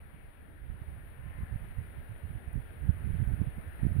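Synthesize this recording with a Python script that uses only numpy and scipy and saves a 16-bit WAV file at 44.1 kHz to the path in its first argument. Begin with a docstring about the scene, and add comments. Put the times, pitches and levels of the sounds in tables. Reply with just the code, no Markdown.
"""A light breeze buffets the right microphone port in puffs; its strongest eddies land as soft thumps.
Behind it lies a lawn edged by trees: leaves rustle and hiss over a far rumble, mostly from the left,
and slowly grow with the breeze. A few nearby leaves stir, a distant whine swells once,
and there is one tiny tick."""
import sys
import numpy as np
from scipy import signal
from scipy.fft import rfft, irfft, next_fast_len
from scipy.io import wavfile
from scipy.ndimage import uniform_filter1d, map_coordinates

SR = 44100
rng = np.random.default_rng(int(sys.argv[2]) if len(sys.argv) > 2 else 0)


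def dump(signal):
    """Clip the signal to [-1, 1] and save it as 16-bit WAV at the path in sys.argv[1]."""
    limited = np.clip(np.atleast_2d(signal).T, -1, 1)
    pcm = np.round(limited * 32767).astype(np.int16)
    wavfile.write(sys.argv[1], SR, pcm)


N = 176400

# Fader ride of the breeze: (time [s], relative level [dB])
BREEZE_RIDE = [(0, -4), (.6, -5.5), (.85, -2), (1.15, -3), (1.6, -0.5), (2.3, -0.96), (2.8, -1),
               (3.15, 1.33), (3.6, 0.84), (4, 2)]
# Tone colour of each noise layer: (frequency [Hz], relative density [dB])
RUMBLE_EQ = [(10, -19), (25, -1.5), (50, -6.5), (75, 0), (100, -5), (150, -12.5), (300, -22.5),
             (600, -41.5), (1500, -84.5)]
LEAVES_EQ = [(80, -32.5), (200, 2), (330, -1), (650, -1.5), (900, -5.5), (1150, -8.5), (1450, -2),
             (1750, -1), (2250, -6), (2700, -11.5), (3500, -19), (4200, -27), (5000, -37.5), (7000, -46.5),
             (9000, -47), (16000, -74.5)]
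HISS_EQ = [(5000, -73.5), (7300, -33.5), (8300, -20.5), (9000, -6.5), (9560, 1.5), (10300, -4.5),
           (11300, -8), (12100, -6), (12700, -9.5), (13500, -17), (14500, -17), (15700, -16.5)]
BUFFET_EQ = [(8, -35.5), (22, -16), (50, 0), (90, 0), (150, -9.5), (250, -28.5), (400, -41), (700, -70.5),
             (2000, -100)]
FLUTTER_EQ = [(60, -27.5), (130, 1), (200, -2), (300, -17), (420, -22.5), (700, -38), (1500, -58.5),
              (4000, -92)]
FLURRY_EQ = [(6000, -60), (8500, -20), (9600, 0), (11500, -2), (12400, -4), (13500, -15), (15700, -18)]
RASP_EQ = [(600, -38), (1100, -9), (1500, -2), (1850, 0), (2300, -7), (3500, -29), (6000, -62)]
# Puffs on the right port: (peak time [s], half length [s], level [dB])
PORT_PUFFS = [(0.07, 0.008, -49), (0.143, 0.0051, -38.5), (0.635, 0.02, -39), (0.721, 0.034, -36.5),
              (0.819, 0.0041, -31.5), (0.887, 0.011, -35.5), (0.957, 0.051, -41.5), (1.071, 0.013, -41.5),
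              (1.196, 0.0071, -37), (1.268, 0.037, -37), (1.412, 0.023, -31), (1.533, 0.013, -27.5),
              (1.628, 0.019, -35), (1.711, 0.022, -41), (1.794, 0.021, -31), (1.88, 0.045, -47),
              (1.981, 0.016, -35), (2.113, 0.014, -35), (2.25, 0.015, -31.5), (2.306, 0.012, -34),
              (2.362, 0.013, -31), (2.482, 0.0095, -30.5), (2.567, 0.024, -26), (2.716, 0.0071, -40),
              (2.854, 0.039, -30.5), (2.897, 0.0083, -21), (2.984, 0.11, -35), (3.062, 0.018, -27),
              (3.106, 0.011, -25), (3.149, 0.018, -26), (3.213, 0.023, -25), (3.311, 0.032, -26.5),
              (3.413, 0.021, -25.5), (3.484, 0.007, -27.5), (3.583, 0.0082, -28.5), (3.678, 0.0089, -34.5),
              (3.853, 0.036, -28), (3.916, 0.014, -25.5), (3.977, 0.025, -24)]
# Single eddies: (time [s], peak [dB], width [ms], port [0 left, 1 right], sign [+1 push, -1 suction])
EDDIES = [(0.701, -23, 5.7, 1, -1), (1.435, -22.5, 4.8, 0, -1), (1.56, -20.5, 5.3, 1, 1),
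          (1.787, -21, 5.5, 1, 1), (2.557, -21, 4.5, 1, -1), (2.893, -10.5, 5.04, 1, 1),
          (2.904, -17.5, 4.2, 1, 1), (3.203, -20.5, 3.9, 1, -1), (3.228, -20, 4.1, 1, -1),
          (3.276, -17, 5.5, 1, 1), (3.309, -16, 5.3, 1, 1), (3.338, -17, 5.8, 1, 1),
          (3.417, -11.5, 3.94, 1, 1), (3.473, -20.5, 4.9, 1, 1), (3.58, -22.5, 3.75, 1, 1),
          (3.834, -14.5, 3.9, 1, 1), (3.853, -15.5, 3.2, 1, 1), (3.868, -12, 3.45, 1, 1),
          (3.968, -23, 3.5, 1, 1), (3.993, -13, 4.54, 1, 1)]
# Partials of the distant whine: (frequency [Hz], level [dB])
WHINE_PARTIALS = [(1043, -64), (1714, -69), (1785, -63.5), (1942, -68), (2070, -66)]
# Shading of the garden's right side: (frequency [Hz], gain [dB])
RIGHT_SIDE_EQ = [(60, 3), (125, -3.5), (300, -1.5), (650, -6.5), (1100, -5.5), (1750, -15.5), (2500, -10),
                 (3500, -5.5), (5000, 1.5), (7000, 1), (8300, -10.5), (9560, -22.5), (11000, -11.5),
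                 (12100, -12.5), (13500, -5), (15700, 0)]


def amp(db):
    """Decibels to gain."""
    return 10 ** (np.asarray(db) / 20)


def seconds():
    """The time of every sample."""
    return np.arange(N) / SR


def swell(peak_s, half_s):
    """A bell-shaped rise and fall."""
    return np.exp(-.5 * ((seconds() - peak_s) / half_s) ** 2)


def wobble(rate):
    """A smooth random curve, rate knots a second."""
    return map_coordinates(rng.standard_normal(int(N * rate / SR) + 4), [seconds() * rate])


def unit(x):
    """Scaled to rms 1."""
    return x / np.sqrt(np.mean(x ** 2) + 1e-20)


def filtered(x, response):
    """x through a gain that depends on frequency."""
    size = next_fast_len(N + SR // 2)
    return irfft(rfft(x, size) * response(np.fft.rfftfreq(size, 1 / SR)), size)[..., :N]


def equalised(x, eq):
    """x through an EQ curve drawn on a log frequency axis."""
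    knots_hz, db = np.transpose(eq)
    return filtered(x, lambda hz: amp(np.interp(np.log(hz + 1), np.log(knots_hz + 1), db)))


def rush(eq, patchy_db):
    """Wide stereo noise of rms 1, with patches of random gain across time and frequency."""
    bins = signal.stft(rng.standard_normal((2, N)), nperseg=512)[2]
    patches = uniform_filter1d(rng.standard_normal(bins.shape[1:]), size=7, axis=0)
    patches = unit(uniform_filter1d(patches, size=16, axis=1))
    noise = signal.istft(bins * amp(patchy_db * patches), nperseg=512)[1][:, :N]
    return unit(equalised(noise, eq))


def levelled(noise, samples):
    """A leveller: irons out chance swells longer than its window."""
    power = uniform_filter1d(uniform_filter1d(noise ** 2, samples), samples)
    return noise / np.sqrt(np.abs(power) + .04)


def far_rumble(breeze_db):
    """A smooth low bed that rides the breeze."""
    return amp(-47 + 0.86 * breeze_db) * levelled(rush(RUMBLE_EQ, patchy_db=4.5), samples=3000)


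def leaf_rustle(breeze_db):
    """The breeze moves the leaves: a softly wavering midrange."""
    return amp(-53.5 + 0.91 * breeze_db + 0.19 * wobble(7.7)) * rush(LEAVES_EQ, patchy_db=0.95)


def leaf_hiss(breeze_db):
    """The airy top of the leaves, growing a little faster than the breeze."""
    return amp(-63 + 1.12 * breeze_db + 0.27 * wobble(14)) * rush(HISS_EQ, patchy_db=0.9)


def buffeting(draught_db=-63.5, strong_puff_db=-24.5, flutter_db=-36):
    """Puffs over a faint draught stir low turbulence on the right port; strong ones add flutter."""
    churn = levelled(rush(BUFFET_EQ, patchy_db=-2.5)[1], samples=700)
    puff_power = sum((amp(db) * swell(peak_s, half_s)) ** 2 for peak_s, half_s, db in PORT_PUFFS)
    force = np.sqrt(amp(draught_db) ** 2 + puff_power)
    # The brighter flutter rises 2 dB per dB of force, reaching flutter_db in a strong puff.
    flutter_gain = amp(flutter_db) * (force / amp(strong_puff_db)) ** 2
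    flutter = flutter_gain * rush(FLUTTER_EQ, patchy_db=2.5)[1]
    return np.array([np.zeros(N), force * churn + flutter])


def eddy_thumps(front_to_back=0.83):
    """An eddy crosses one port: a steep-fronted push or suction between two shallow counter-swings."""
    ports = np.zeros((2, N))
    for peak_s, db, width_ms, port, sign in EDDIES:
        u = (seconds() - peak_s) * 1000 / width_ms  # time in eddy widths
        u = np.where(u < 0, u / front_to_back, u)
        ports[port] += sign * amp(db) * (1 - 3 * u ** 2) / (1 + u ** 2) ** 3
    return ports


def leaf_flurry():
    """A few nearby leaves stir for a moment."""
    return amp(-65.5) * swell(peak_s=1.08, half_s=.025) * rush(FLURRY_EQ, patchy_db=2)


def distant_whine(wander_hz=10.5):
    """A few wavering partials and a rasp swell and fade far away."""
    tones = np.zeros((2, N))
    for hz, db in WHINE_PARTIALS:
        pitch_hz = hz + wander_hz * np.array([wobble(39.8), wobble(40.4)])
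        tones += amp(db) * np.sqrt(2) * np.sin(2 * np.pi * np.cumsum(pitch_hz, axis=1) / SR)
    rasp = amp(-59) * rush(RASP_EQ, patchy_db=3.0)
    return swell(peak_s=1.365, half_s=0.11) * (tones + rasp)


def tick():
    """One tiny bright tick, in the colour of the hiss."""
    return amp(-52) * swell(peak_s=2.532, half_s=.003) * rush(HISS_EQ, patchy_db=-0.7)


def scene():
    """The garden leans left; the wind plays on the ports themselves."""
    breeze_db = np.interp(seconds(), *np.transpose(BREEZE_RIDE))
    bed = far_rumble(breeze_db) + leaf_rustle(breeze_db) + leaf_hiss(breeze_db)
    left, right = bed + distant_whine() + tick() + leaf_flurry()
    garden = np.array([left, equalised(right, RIGHT_SIDE_EQ)])
    return garden + buffeting() + eddy_thumps()


def record(dry):
    """A quick fade at both ends and a brick-wall high cut."""
    fade_s, high_cut_hz = .004, 15750
    edge = np.clip(np.minimum(seconds(), seconds()[::-1]) / fade_s, 0, 1)
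    return filtered(dry * np.sin(np.pi / 2 * edge) ** 2, lambda hz: hz < high_cut_hz)


dry = scene()
out = record(dry)
dump(out)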